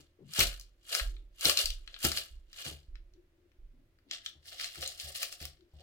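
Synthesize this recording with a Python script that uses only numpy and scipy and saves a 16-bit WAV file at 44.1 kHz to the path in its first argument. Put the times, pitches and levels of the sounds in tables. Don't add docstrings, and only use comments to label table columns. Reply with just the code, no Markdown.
import sys
import numpy as np
from scipy import signal
from scipy.fft import rfft, irfft
from scipy.io import wavfile
from scipy.ndimage import uniform_filter1d

SR = 44100
rng = np.random.default_rng(int(sys.argv[2]) if len(sys.argv) > 2 else 0)


def wav_out(sig):
    wavfile.write(sys.argv[1], SR, np.round(np.clip(np.atleast_2d(sig).T, -1, 1) * 32767).astype(np.int16))


N = 256662
TIME = np.arange(N) / SR
POURING = TIME < 3.5


def from_db(db):
    return 10 ** (np.asarray(db) / 20)


def unit_rms(x):
    return x / np.sqrt(np.mean(x ** 2) + 1e-20)


def at_hz(points, hz):
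    points_hz, values = np.transpose(points)
    return np.interp(np.log(np.maximum(hz, 1)), np.log(points_hz), values)


def butter(x, kind, edges_hz, order=2):
    return signal.sosfilt(signal.butter(order, edges_hz, kind, fs=SR, output="sos"), x)


def coloured(x, spectrum, size=4096):
    bins_hz = np.arange(size // 2 + 1) * SR / size
    cepstrum = irfft(np.log(from_db(at_hz(spectrum, bins_hz))))
    fold = 1 + np.sign(size // 2 - np.arange(size))
    fold[0] = 1
    response = irfft(np.exp(rfft(cepstrum * fold)))
    return signal.oaconvolve(np.atleast_2d(x), response[None], axes=-1)[:, :np.shape(x)[-1]]


def resonance(x, hz, width_hz):
    r = np.exp(-np.pi * width_hz / SR)
    feedback = [1, -2 * r * np.cos(2 * np.pi * hz / SR), r * r]
    return signal.lfilter(np.array([1, 0, -1]) * (1 - r * r) / 2, feedback, x + 1e-18)


def decay(t, t60_s):
    return np.exp(-np.log(1000) * t / t60_s)


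def add(track, start_s, sound):
    start = max(round(start_s * SR), 0)
    track[..., start:start + sound.shape[-1]] += sound[..., :N - start]


def evened(x, span_s):
    power = uniform_filter1d(np.mean(np.atleast_2d(x) ** 2, axis=0), int(span_s * SR))
    return x / np.sqrt(np.maximum(power, 0) + 1e-4 * power.mean())


def placed(x, lead_s, pan_db):
    delayed = np.interp(TIME - round(lead_s * SR) / SR, TIME, x)
    return np.array([x * from_db(pan_db / 2), delayed * from_db(-pan_db / 2)])


def contacts(rate_per_s, spread_db):
    sizes = from_db(spread_db * np.minimum(rng.exponential(1, N), 4)) * rng.choice([-1, 1], N)
    return sizes * (rng.random(N) < rate_per_s / SR)


# freq_hz, gain_db
AIR_SPECTRUM = [(20,1.5),(45,-4),(85,0),(130,-14.5),(230,-19.5),(350,-14.5),(450,-24.5),(560,-17),(800,-30),(2000,-28),(4500,-35.5),(8000,-42.5),(16000,-41.5)]
def room_air(air_db=-70, hum_db=-82):
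    shared, sides = rng.standard_normal(N), rng.standard_normal((2, N))
    noise = butter(shared, "band", (13, 600)) + butter(sides, "band", (600, 20000)) + 0.16 * sides
    air = unit_rms(coloured(noise, AIR_SPECTRUM))
    hum = unit_rms(resonance(rng.standard_normal(N), hz=345, width_hz=30))
    return from_db(air_db) * air + from_db(hum_db) * hum


# freq_hz, t60_s
ROOM_DECAY = [(200,.28),(1000,.23),(4000,.24),(8000,.19),(15000,.13)]
def room(x):
    t, edges_hz = TIME[:SR // 3], np.geomspace(150, 19000, 8)
    tail = 0
    for low_hz, high_hz in zip(edges_hz, edges_hz[1:]):
        noise = butter(rng.standard_normal((2, len(t))), "band", (low_hz, high_hz))
        tail += noise * decay(t, at_hz(ROOM_DECAY, np.sqrt(low_hz * high_hz)))
    return signal.oaconvolve(x, unit_rms(tail * (t > .004)) / np.sqrt(len(t)), axes=-1)[:, :N]


def scatter(x, t60_s):
    t = TIME[:4096]
    noise = butter(rng.standard_normal((2, len(t))), "band", (150, 7100))
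    response = unit_rms(noise * decay(t, t60_s) * (t > .0008)) / np.sqrt(len(t))
    return signal.oaconvolve(x, response, axes=-1)[:, :N]


# pitch_hz, t60_s
FLOOR_MODES = [(26,0.69),(41.5,.58),(54,0.38)]
# start_s, low_mode_db, mid_mode_db, high_mode_db
FLOOR_SWAYS = [(0.411,-42,-28.5,-41.5),(1.011,-33.5,-25,-31),(1.64,-30.5,-32,-35),(2.306,-42,-45.5,-39.5),(2.881,-38,-37.5,-44),(3.585,-43,-45,-56)]
def floor_sways(swell_s=0.0099):
    out, t = np.zeros(N), TIME[:SR]
    for start_s, *levels_db in FLOOR_SWAYS:
        swing = sum(from_db(db) * np.sin(2 * np.pi * hz * t) * decay(t, t60_s)
                    for db, (hz, t60_s) in zip(levels_db, FLOOR_MODES))
        add(out, start_s, swing * (1 - np.exp(-t / swell_s)) ** 2)
    return placed(out, lead_s=.0001, pan_db=-3)


# start_s, length_s, level_db, pitch_hz, nominal_width_hz
GLOVE_RUBS = [(.18,0.064,-59.5,338,170),(0.189,0.16,-58,143,96),(1.052,0.24,-72.5,340,111),(3.126,0.15,-67,353,58.6),(3.301,0.22,-73.5,345,70),(3.6,0.34,-77,125.4,60.65),(3.696,0.17,-72.5,261,110.8),(4.041,0.13,-68.5,271,182.5),(5.57,.15,-69,355,70)]
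def glove_rubs():
    out = np.zeros(N)
    for start_s, length_s, level_db, pitch_hz, nominal_width_hz in GLOVE_RUBS:
        noise, width_hz = rng.standard_normal(SR // 2), 0.81 * nominal_width_hz
        friction = resonance(resonance(noise, pitch_hz, width_hz), pitch_hz, width_hz)
        swell = signal.windows.tukey(int(length_s * SR), .6)
        add(out, start_s, from_db(level_db) * swell * unit_rms(friction[-len(swell):]))
    return placed(out, lead_s=.0002, pan_db=6.5)


# pitch_hz, level_db, t60_s
TUB_BODY_MODES = [(50.5,-8.5,0.61),(73,8.5,.29),(96,-7.5,0.054),(140,-5.5,0.32)]
# freq_hz, gain_db
THUD_SPECTRUM = [(60,-8.5),(125,2.5),(200,-6.5),(270,-7),(340,-2.5),(420,-10),(560,-13),(800,-14),(1300,-38)]
# start_s, boom_db, thud_db
TUB_BUMPS = [(0.0,-67,-51.5),(0.386,-38,-27),(1.45,-46.5,-31.5),(2.043,-37.5,-24.5),(2.658,-52.5,-40),(2.714,-49.5,-44),(4.351,-59,-61.5),(4.773,-48.5,-46),(5.034,-48.5,-60),(5.412,-45.5,-43.5),(5.735,-50.5,-52)]
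def tub_bumps(thud_t60_s=0.13, swell_s=0.016):
    booms, thuds, t = np.zeros(N), np.zeros(N), TIME[:SR // 2]
    boom = sum(from_db(db) * np.sin(2 * np.pi * hz * t) * decay(t, t60_s)
               for hz, db, t60_s in TUB_BODY_MODES)
    boom *= 1 - np.exp(-t / swell_s)
    for start_s, boom_db, thud_db in TUB_BUMPS:
        thud = coloured(rng.standard_normal(len(t)) * decay(t, thud_t60_s), THUD_SPECTRUM)[0]
        add(booms, start_s, from_db(boom_db) * boom)
        add(thuds, start_s, from_db(thud_db) * thud / np.abs(thud).max())
    return placed(booms, lead_s=.00012, pan_db=1.5) + placed(thuds, lead_s=.00025, pan_db=2)


# pitch_hz, width_hz, pouring_db, rolling_db
TUB_WALL_MODES = [(389,45,-10,-14),(475,85,-5,-20.5),(542.3,40,-2.5,-3),(666,23,3,-0.5),(715.4,40,-9.5,-1)]
def tub_wall(drive_db):
    taps = contacts(rate_per_s=600, spread_db=2)
    rings = 0
    for pitch_hz, width_hz, pouring_db, rolling_db in TUB_WALL_MODES:
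        mode = resonance(resonance(taps, pitch_hz, width_hz), pitch_hz, 4 * width_hz)
        rings += from_db(np.where(POURING, pouring_db, rolling_db)) * mode
    rings = butter(rings, "band", (340, 780), order=6)
    return placed(from_db(drive_db - 6) * evened(rings, span_s=0.049), lead_s=.0001, pan_db=0)


# pitch_hz, width_hz, gain
TUB_HOLLOW_MODES = [(1670, 70, 0.31), (2170, 70, .3), (2400, 31, 0.16), (2875, 190, .6), (4060, 220, 0.2),
                    (5150, 200, .25), (5600, 230, .3)]
def tub_hollow(x):
    x = x + sum(gain * resonance(x, hz, width_hz) for hz, width_hz, gain in TUB_HOLLOW_MODES)
    x = butter(x, "bandstop", (780, 1090))
    return x + resonance(x, hz=1710, width_hz=1400) * [[.35], [-.35]]


def stray_strikes(rattle_db, bright_db, count=130, spread_db=6.5):
    at = ((np.arange(count) + rng.random(count)) / count * (N - 1)).astype(int)
    depth_db, tilt_db = spread_db * np.clip(rng.standard_normal((2, count)), -2, 2)
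    return list(zip(TIME[at], rattle_db[at] + 4.5, depth_db - 7, bright_db[at] - 5 + tilt_db))


CLACK_EDGES_HZ = (1100, 2500, 6500, 17000)
# start_s, strength_db, depth_db, bright_db
STONE_STRIKES = [(0.336, -39, -21, 2), (0.3924, -24, -9, 3), (0.4044, -30.5, 5, 11.5),
                 (0.4089, -23, 1.5, -24), (0.5973, -48.5, -28, 5), (0.611, -47.5, -22, -6),
                 (0.9304, -36, -3, -15.5), (0.9499, -29, 2.5, 4), (0.9974, -35.5, 7.5, -13),
                 (1.1659, -67, 14, -26.5), (1.4097, -39.5, -15.5, 3), (1.4548, -16.5, -26, -25),
                 (1.496, -21.5, -1, -4), (1.5731, -18.5, -17.5, -19), (1.5893, -21.5, -38, -10),
                 (1.6136, -33, -29, -2), (1.6574, -22.5, -35, -5.5), (1.7037, -31.5, -24, -12),
                 (1.8762, -44, -1, -25), (1.9424, -40, -5.5, -36), (1.964, -53, 8.5, -33),
                 (2.0455, -30, -4, -12), (2.0497, -28.5, 0.5, 8.5), (2.1176, -29.5, -2.5, -3.5),
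                 (2.1735, -27, -14.5, -10.5), (2.5301, -46.5, -9, -10), (2.9548, -57, 4.5, -23),
                 (3.137, -65, -10, -13), (3.5173, -77.5, 9.5, -10), (3.9873, -76.5, 11, -0.5),
                 (4.1118, -30.5, -8, -24.5), (4.1344, -37.5, -19, -23), (4.2615, -30, -11.5, -25),
                 (4.644, -31, -15.5, -11), (4.8181, -40.5, -19, 0), (4.8273, -38.5, -0.5, -9),
                 (4.8612, -31.5, -30, -29), (4.8759, -33.5, -29, -0.5), (4.999, -33, -38, -21),
                 (5.2302, -33.5, 1.5, 6.5), (5.3256, -44, -3, 3.5), (5.4531, -45, 2, 9.5),
                 (5.608, -67, -3, -20)]
def stone_clacks(strays, snap_t60_s=.0032, chatter_t60_s=0.022, chatter_db=-10, rms_span_s=0.0026):
    out, t = np.zeros(N), TIME[:2048]
    envelope = decay(t, snap_t60_s) + from_db(chatter_db) * decay(t, chatter_t60_s)
    for start_s, strength_db, depth_db, bright_db in list(STONE_STRIKES) + strays:
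        burst = rng.standard_normal(len(t)) * envelope
        pitch_hz = np.clip(4700 * from_db(0.076 * bright_db), 3500, 5000)
        burst += 3 * resonance(burst, pitch_hz * rng.uniform(0.99, 1.01), width_hz=900)
        clack = 0
        for k, gain in enumerate((from_db(depth_db), -1, from_db(bright_db))):
            part = butter(burst, "band", CLACK_EDGES_HZ[k:k + 2])
            clack += gain * part / np.sqrt(np.sum(part ** 2) / (rms_span_s * SR))
        add(out, start_s, from_db(strength_db - 3.5) * clack)
    return placed(out, lead_s=.00014, pan_db=3)


def surge(peak_s, rise_s, hold_s, rise_db=30, settle_db_per_s=397, trickle_db_per_s=160):
    rise = from_db(rise_db * np.minimum(TIME - peak_s, 0) / rise_s)
    after_s = np.maximum(TIME - peak_s - hold_s, 0)
    return rise * (0.6 * from_db(-settle_db_per_s * after_s) + 0.4 * from_db(-trickle_db_per_s * after_s))


# peak_s, rise_s, hold_s, strength_db, bright_db, wall_db
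GRAVEL_SURGES = [(0.0, .1, 0.0022, -63, -7, -22), (0.399, 0.086, 0.022, -28.5, -4, -7),
                 (0.928, 0.084, 0.059, -38.5, -2.5, -3.5), (1.451, 0.067, .048, -31, -1, -4),
                 (1.587, 0.055, 0.024, -34, -2.5, -9.5), (1.932, 0.31, 0.018, -65, -11, -1.5),
                 (2.048, .06, .015, -33.5, 0.5, -4.5), (2.169, 0.092, 0.013, -39, -3.5, -9),
                 (2.593, 0.1, .025, -47, -7.5, -13.5), (2.654, 0.046, .035, -45, -4, -6.5),
                 (4.125, 0.037, .02, -45, -17.5, -20.5), (4.254, 0.041, .012, -55.5, -6, -22),
                 (4.478, 0.067, .012, -52.5, -3, -15), (4.526, 0.018, .005, -50, -7, -2),
                 (4.606, .08, .05, -42.5, -7.5, -18), (4.744, 0.16, 0.045, -53, -3.5, -21),
                 (4.826, 0.057, 0.012, -42.5, -5, -1.5), (4.887, .04, 0.033, -52, -4, -7),
                 (5.009, 0.11, 0.029, -49, -1, -16), (5.068, .08, 0.036, -52, 1.5, -0.5),
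                 (5.152, 0.019, 0.011, -44.5, 1.5, -34), (5.225, 0.12, 0.0088, -41.5, -1, -5),
                 (5.325, 0.057, .005, -52, 0.5, -6.5), (5.408, 0.028, 0.042, -51.5, -2.5, -4),
                 (5.815, 0.15, .005, -65, -10, 10.5)]
def gravel_flow():
    power = np.full((3, N), 1e-11)
    for peak_s, rise_s, hold_s, strength_db, bright_db, wall_db in GRAVEL_SURGES:
        rattle = from_db(strength_db) * surge(peak_s, rise_s, hold_s)
        drumming = from_db(strength_db + wall_db) * surge(peak_s, 0.55 * rise_s, hold_s) ** 1.2
        power += np.square([rattle, from_db(bright_db) * rattle, drumming])
    rattle_db, treble_db, drumming_db = 10 * np.log10(power)
    dulling_db = .25 * np.maximum(-58 - rattle_db, 0)
    return rattle_db, treble_db - rattle_db - dulling_db, drumming_db


def pebbles(rate_per_s, ring_q=2.6, crack_gain=0.77, size_count=18):
    clicks, sizes = contacts(rate_per_s, spread_db=5.5), rng.integers(0, size_count, N)
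    pitches_hz = np.geomspace(1200, 14500, size_count)
    rings = sum(resonance(clicks * (sizes == k), hz, hz / ring_q) * (hz / pitches_hz[0]) ** -.2
                for k, hz in enumerate(pitches_hz))
    return unit_rms(rings) + crack_gain * unit_rms(clicks)


# freq_hz, gain_db
POURED_SPECTRUM = [(410, -24.5), (700, 2.5), (757, -14.5), (934, -1), (1660, -8.5), (2240, -6.5),
                   (2430, -0.5), (2560, -6), (2840, 3), (3240, 1), (4800, -1), (5260, -8), (13900, -1.5),
                   (16000, -9.5)]
ROLLED_SPECTRUM = [(410, -18), (700, 3.5), (910, -44), (1110, -5.5), (1580, -14.5), (1890, -2), (2330, -9),
                   (2800, 0), (3160, 1), (4670, 1), (6570, -9.5), (8880, -8), (15200, -7.5), (16000, -9)]
# lead_s, pan_db
GRAVEL_SPOTS = [(.00011,-3.5),(.00014,-5),(.00016,5.5),(.00021,2.5)]
def gravel_slide(rattle_db, bright_db, split_hz=7500):
    rate_per_s = 2000 * from_db(.25 * (rattle_db + 43))
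    grains = 0
    for lead_s, pan_db in GRAVEL_SPOTS:
        direct = placed(pebbles(rate_per_s), lead_s, pan_db)
        grains += direct + from_db(-2) * scatter(direct, t60_s=0.031)
    grains = np.where(POURING, coloured(grains, POURED_SPECTRUM), coloured(grains, ROLLED_SPECTRUM))
    treble = evened(butter(grains, "high", split_hz, order=4), span_s=0.054)
    rattle = evened(butter(grains, "low", split_hz, order=4), span_s=0.034)
    return from_db(rattle_db + .5) * (rattle + from_db(bright_db - 1.43) * treble)


def scene():
    rattle_db, bright_db, drumming_db = gravel_flow()
    slide = gravel_slide(rattle_db, bright_db)
    clacks = stone_clacks(stray_strikes(rattle_db, bright_db))
    stones = slide + clacks + from_db(-9.5) * scatter(clacks, t60_s=0.015)
    stones += room(from_db(-15.5) * slide + from_db(-6.5) * clacks)
    tub = tub_wall(drumming_db) + tub_bumps()
    tub += from_db(-12) * scatter(tub, t60_s=0.016) + from_db(-6.5) * room(tub)
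    return tub_hollow(stones) + tub + glove_rubs() + floor_sways() + room_air()


def record(dry):
    return signal.sosfilt(signal.ellip(10, .1, 80, 16000, fs=SR, output="sos"), dry)


dry = scene()
out = record(dry)
wav_out(out)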